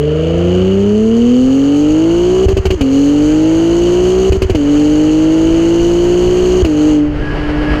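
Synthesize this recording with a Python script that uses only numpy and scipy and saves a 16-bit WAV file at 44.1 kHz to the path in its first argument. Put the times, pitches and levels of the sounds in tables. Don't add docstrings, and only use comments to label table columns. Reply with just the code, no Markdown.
import sys
import numpy as np
from scipy import signal
from scipy.fft import rfft, irfft
from scipy.io import wavfile
from scipy.ndimage import uniform_filter1d, minimum_filter1d

SR = 44100
rng = np.random.default_rng(int(sys.argv[2]) if len(sys.argv) > 2 else 0)


def pcm_store(signal):
    levels = np.round(np.clip(np.atleast_2d(signal), -1, 1) * 32767)
    wavfile.write(sys.argv[1], SR, levels.astype(np.int16).T)


N = 343980
T = np.arange(N) / SR
LIFT_S = 6.925

# t/s, v/(km/h)
ROAD_SPEED = [(0, 29.08), (.8, 39.5), (1.35, 49.7), (1.9, 60.9), (2.3, 72.8), (2.46, 77), (2.6, 77),
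              (2.78, 74.0), (3.55, 91.5), (4.3, 108.3), (4.55, 105.8), (5.585, 122.5), (6.3, 133.7),
              (6.6, 136.4), (6.9, 139), (7.0, 134.5), (7.8, 136.3)]
# t/s, firing rate per road speed in the new gear/(Hz per km/h)
UPSHIFTS = [(2.751, 3.55), (4.514, 2.7), (6.623, 2.2)]
# cut t/s, relight t/s, thump level/dB, crack level/dB
IGNITION_CUTS = [(2.458, 2.483, 0.5, -2.5), (2.531, 2.568, -2, -0.5), (2.592, 2.654, -2, 3),
                 (2.674, 2.704, -3, 2.5), (2.748, 2.809, -7, 1), (4.298, 4.321, -0.5, -0.5),
                 (4.37, 4.419, -5, 3.5), (4.449, 4.497, -2.5, -1.5), (4.511, 4.548, -3.5, 0.5),
                 (6.624, 6.647, -0.5, 3)]
# f/Hz, level/dB
PIPE_RESPONSE = [(30, -35), (60, -11), (90, -12.5), (125, -14), (170, -13.5), (240, -9.5), (350, -6),
                 (450, 0.5), (520, -8.5), (620, -18), (800, -13), (1100, -22), (1500, -36.5), (2200, -32)]


def drone(cycle, hz, sag, sag_db=-2.0, fall_db=-16, overrun_db=8.5, upper_share=0.44):
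    # f/Hz, level/dB
    fundamental = [(145, -16.5), (163, -17.5), (192, -12.3), (225, -10.3), (245, -7), (275, -9), (320, -9),
                   (345, -10), (380, -9.9)]
    # f/Hz, level/dB
    overtones = [(315, -22.5), (365, -12.5), (410, -13.5), (460, -15.5), (495, -19.5), (540, -28),
                 (590, -31), (650, -30.5), (700, -38), (800, -45), (1150, -44.5)]
    firing = 2 * np.pi * 6 * cycle
    effort_db = sag_db * sag + fall_db * ramp(LIFT_S + 0.1, 0.17) + overrun_db * ramp(7.34, 0.19)
    tone = response(fundamental, hz) * undb(effort_db - 0.1 * walk(70)) * np.cos(firing)
    octave = response(overtones, 2 * hz) * undb(0.5 * walk(70)) * np.cos(2 * firing)
    twelfth = response(overtones, 3 * hz) * undb(0.5 * walk(70)) * np.sin(3 * firing)
    return np.sqrt(2) * (tone + undb(upper_share * effort_db) * (octave + twelfth))


def uneven_firing(cycle, hz, uneven_db, fifth_db=-20):
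    # f/Hz, level/dB
    boom = [(72, -23.5), (88, -17.5), (101, -21), (112, -30), (150, -26), (185, -22)]
    half = np.pi * 6 * cycle
    below = response(boom, hz / 2) * undb(walk(70)) * np.cos(half)
    above = response(PIPE_RESPONSE, 1.5 * hz) * undb(fifth_db + uneven_db + walk(70)) * np.cos(3 * half)
    return np.sqrt(2) * (below - above)


def burble(cycle, cycle_hz):
    # multiple of the cycle rate, level/dB
    orders = [(1, -15), (2, -15.5), (4, -21), (5, -19.5), (7, -25.5), (8, -30.5), (10, -23), (11, -22.5),
              (13, -26.5), (14, -32), (15, -26), (16, -23), (17, -26.5), (19, -34.5), (21, -31),
              (22, -28.5), (23, -29.5), (24, -24.5), (27, -24), (28, -22)]
    tilt_db = 0.3 * np.log2(cycle_hz / 56)
    return sum(undb(db + k * tilt_db) * response(PIPE_RESPONSE, k * cycle_hz) * harmonic(cycle, k, 0.28)
               for k, db in orders)


def growl(cycle, cycle_hz, level_db=-34.5, hold_s=0.56, fade_db_per_s=86.5):
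    # multiple of the cycle rate, level/dB
    orders = [(16, -2.5), (17, 2.5), (19, -2), (21, -7.5), (22, -3.5), (23, -2.5), (24, -3), (25, -4.5)]
    # f/Hz, level/dB
    rolloff = [(640, 4.5), (710, -1), (780, -22)]
    lines = sum(undb(db) * response(rolloff, k * cycle_hz) * harmonic(cycle, k, 0.091)
                for k, db in orders)
    return undb(level_db - fade_db_per_s * np.maximum(T - hold_s, 0)) * lines


def howl(cycle, hz, level_db=-35, db_per_octave=5.5, rough_db=2.5):
    # f/Hz, level/dB
    envelope = [(450, -27.5), (650, 2), (800, -0.5), (1000, -7), (1250, -0.5), (1700, -11), (2200, -16.5),
                (3500, -37.5), (9000, -81)]
    first_gear_db = 3.5 * swell(1.87, 0.6)
    db = level_db + db_per_octave * np.log2(hz / 340) + first_gear_db
    return undb(db) * colour(repeating(cycle) * undb(rough_db * walk(110)), envelope)


def exhaust_gas(cycle, rasp_db, sizzle_db, puff=0.34, lope=0.13, spray_db=-14, flicker_db=0.78):
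    # f/Hz, bandwidth/Hz, level/dB
    rasp_modes = [(2346, 140, -4), (2944, 373, 6.5), (4410, 530, -14.5)]
    # f/Hz, bandwidth/Hz, level/dB
    sizzle_modes = [(4374, 700, 0.5), (6195, 420, -4), (6563, 840, 5.5), (7420, 410, -5)]
    # f/Hz, level/dB
    jet_spectrum = [(30, -13.5), (70, -1), (160, -4.5), (300, -3), (450, -1.5), (600, -4.5), (900, -15.5),
                    (1300, -13), (1800, -22.5), (2600, -16.5), (3700, -37.5), (8000, -52), (16000, -63)]
    # f/Hz, level/dB
    spray_spectrum = [(3000, -9), (5000, 0), (8000, -4.5), (8800, -10.5), (9700, -1.5), (12000, -8.5),
                      (14000, -7.5), (16000, -18.5)]
    phase = 2 * np.pi * cycle
    gate = unit(np.exp(puff * np.cos(3 * phase) + lope * np.cos(phase)) * undb(0.5 * walk(130)))
    puffs = gate * (noise() + 0.35 * repeating(cycle))
    rasp = undb(rasp_db + flicker_db * walk(40)) * ring(puffs, rasp_modes)
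    sizzle_gain = undb(sizzle_db + flicker_db * walk(40))
    spray = undb(spray_db) * colour(gate * noise(), spray_spectrum)
    sizzle = sizzle_gain * (ring(puffs, sizzle_modes) + spray)
    return rasp + sizzle, colour(gate * noise(), jet_spectrum)


def firing_rate(first_gear=5.0, clutch_s=0.048, driveline_hz=2.6):
    gearing = old = first_gear
    for start, new in UPSHIFTS:
        age = np.maximum(T - start, 0)
        transient = np.exp(-age / clutch_s) * np.cos(2 * np.pi * driveline_hz * age)
        gearing = gearing + (new - old) * (1 - transient)
        old = new
    return curve(ROAD_SPEED) * gearing


def driveline_sag(rebound=0.45):
    return sum(swell(s + 0.14, 0.038) - rebound * swell(s + 0.24, 0.12) for s, _ in UPSHIFTS)


def engine_levels(hz, sag, open_s=0.37, close_s=0.16):
    # firing f/Hz, rasp level/dB, sizzle level/dB, unevenness level/dB
    voice = [(148, -36, -49.5, 0), (183, -31.5, -44, 0), (216, -38.5, -42.5, -4), (249, -33, -40.5, -3),
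             (247, -35.5, -39, -4), (315, -34.5, -39, -1.5), (364, -32.5, -36.5, 0.35),
             (380, -33.5, -37, 0)]
    at_hz, *columns = np.transpose(voice)
    rasp, sizzle, uneven = (np.interp(hz, at_hz, db) for db in columns)
    opened, shut = ramp(0, open_s), ramp(LIFT_S, close_s)
    past_first_gear = T > UPSHIFTS[0][0]
    rasp = rasp - 2 * sag - 17 * shut
    sizzle = sizzle + 1.9 * past_first_gear - 4 * sag - 24 * shut
    uneven = uneven - 10 * (1 - opened) - 9 * shut
    return rasp, sizzle, uneven


def ignition(fade_s=0.0013):
    lit = np.ones(N)
    for cut, relight, _, _ in IGNITION_CUTS:
        inside = (T > cut) & (T < relight)
        lit[inside] = np.exp((cut - T[inside]) / fade_s)
    return uniform_filter1d(lit, size=48)


def overshoot(extra=0.78, settle_s=0.0038):
    boost = sum(extra * (T > relight) * np.exp(-np.abs(T - relight) / settle_s)
                for _, relight, _, _ in IGNITION_CUTS)
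    return 1 + uniform_filter1d(boost, size=48)


def surge(start, hz, length_s):
    age = np.maximum(T - start, 0)
    bloom = (age / length_s) ** 2
    return np.sin(2 * np.pi * hz * age) * bloom * np.exp(1 - bloom)


def thumps_and_cracks(level_db=-12, rise_s=0.0055, decay_s=0.0093):
    # f/Hz, level/dB
    crack_spectrum = [(100, 0.5), (450, 9.5), (900, -7), (2000, -10), (2950, 0), (3600, -18.5), (4500, -9),
                      (5500, -21), (6700, -14.5), (8500, -27.5), (15000, -33)]
    swings, flash = 0, 0
    for cut, relight, thump_db, crack_db in IGNITION_CUTS:
        swings -= undb(thump_db) * surge(cut - 0.004, hz=68, length_s=0.013)
        swings -= undb(crack_db / 2 - 2) * surge(relight + 0.0029, hz=72, length_s=0.0082)
        age = np.maximum(T - relight, 0)
        flash += undb(crack_db) * 2 * (1 - np.exp(-age / rise_s)) * np.exp(-age / decay_s)
    crackle = colour(noise() * undb(1.5 * walk(500)), crack_spectrum)
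    return swings + undb(level_db) * flash * crackle


def wind(level_db=-28, db_per_doubling=4, flutter_db=2.2):
    # f/Hz, level/dB
    buffet = [(15, -7), (28, -0.5), (50, 0), (90, -7), (170, -18), (400, -18.5), (1000, -57.5),
              (8000, -100)]
    # t/s, half-width/s, level/dB
    swells = [(1.497, .3, 4), (5.52, .07, 6.5), (5.847, .1, 4), (6.4, .3, 4.5), (7.245, 0.17, 10.5),
              (7.701, 0.27, 11)]
    swell_db = sum(db * swell(s, width) for s, width, db in swells)
    rumble_db = level_db + db_per_doubling * np.log2(curve(ROAD_SPEED) / 100) + swell_db
    return colour(noise(), buffet) * undb(rumble_db + flutter_db * walk(14))


def tyres(grain_db=1.2):
    # f/Hz, level/dB
    roar_spectrum = [(100, -2), (250, 4), (380, 9.5), (650, 3.5), (1000, -0.5), (1400, 0), (1900, -3),
                     (2400, -7.5), (3000, -5), (3600, -20.5), (4700, -16.5), (6000, -28.5), (9000, -38.5),
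                     (15000, -52)]
    # t/s, level/dB
    roar_level = [(0, -32.5), (1.5, -41), (3, -32.5), (6.6, -30.5), (7.05, -32.5), (7.3, -24), (7.8, -20)]
    return colour(noise(), roar_spectrum) * undb(curve(roar_level) + grain_db * walk(30))


def gear_whine(hz_per_kmh=12.24, level_db=-37, wobble=0.0039):
    # t/s, half-width/s, level/dB
    swells = [(7.293, .08, 5), (7.676, 0.058, 11.5)]
    hz = hz_per_kmh * curve(ROAD_SPEED) * (1 + wobble * walk(80))
    phase = 2 * np.pi * np.cumsum(hz) / SR
    whine_db = level_db + sum(db * swell(s, width) for s, width, db in swells) + 2 * walk(25)
    return np.sqrt(2) * ramp(7.16, 0.077) * undb(whine_db) * np.sin(phase)


def harmonic(cycle, multiple, scatter):
    turns = (multiple * cycle + rng.random()).astype(np.float32)
    return np.sqrt(2) * (1 + scatter * walk(35)) * np.cos(2 * np.pi * turns)


def repeating(cycle, size=700):
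    return unit(np.interp(cycle % 1 * size, np.arange(size), rng.standard_normal(size)))


def ring(x, modes):
    out = 0
    for hz, width, db in modes:
        b, a = signal.iirpeak(hz, hz / width, fs=SR)
        out = out + undb(db) * signal.lfilter(b, a, signal.lfilter(b, a, x))
    return unit(out)


def colour(x, points):
    return unit(irfft(rfft(x) * response(points, np.arange(N // 2 + 1) * SR / N), N))


def response(points, hz):
    f, db = np.transpose(points)
    return undb(np.interp(np.log(hz + 1e-9), np.log(f), db))


def noise():
    return rng.standard_normal(N)


def walk(rate):
    steps = rng.standard_normal(4096)
    return unit(np.interp(T * rate, np.arange(len(steps)), steps))


def curve(rows):
    return np.interp(T, *np.transpose(rows))


def ramp(start_s, length_s):
    return np.clip((T - start_s) / length_s, 0, 1)


def swell(centre_s, width_s):
    return np.exp(-((T - centre_s) / width_s) ** 2)


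def undb(db):
    return np.exp(np.asarray(db) * np.log(10) / 20)


def unit(x):
    return x / np.sqrt(np.mean(x ** 2))


def scene(unlit_tone_db=-14, unlit_gas_db=-11, jet_db=-29, jitter=0.0015):
    hz = firing_rate()
    cycle_hz = hz / 6
    cycle = np.cumsum(cycle_hz * (1 + jitter * walk(90))) / SR
    sag = driveline_sag()
    rasp_db, sizzle_db, uneven_db = engine_levels(hz, sag)
    lit, uneven = ignition(), undb(uneven_db)
    tones = drone(cycle, hz, sag) + uneven_firing(cycle, hz, uneven_db) + growl(cycle, cycle_hz)
    tones += uneven * (burble(cycle, cycle_hz) + howl(cycle, hz))
    hiss, jet = exhaust_gas(cycle, rasp_db, sizzle_db)
    tones *= lit * overshoot() + (1 - lit) * undb(unlit_tone_db)
    rush = (hiss + undb(jet_db) * uneven * jet) * (lit + (1 - lit) * undb(unlit_gas_db))
    return (tones + rush + thumps_and_cracks() + wind() + tyres() + gear_whine())[None]


def record(dry, ceiling=0.87, release_s=0.045, top_hz=15600):
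    excess = np.log(np.maximum(np.abs(dry[0]) / ceiling, 1))
    held = np.exp(np.maximum.accumulate(np.log(excess + 1e-12) + T / release_s) - T / release_s)
    gain = uniform_filter1d(minimum_filter1d(np.exp(-held), size=65), size=65)
    return signal.sosfilt(signal.ellip(10, 0.2, 80, top_hz, fs=SR, output="sos"), dry * gain)


dry = scene()
out = record(dry)
pcm_store(out)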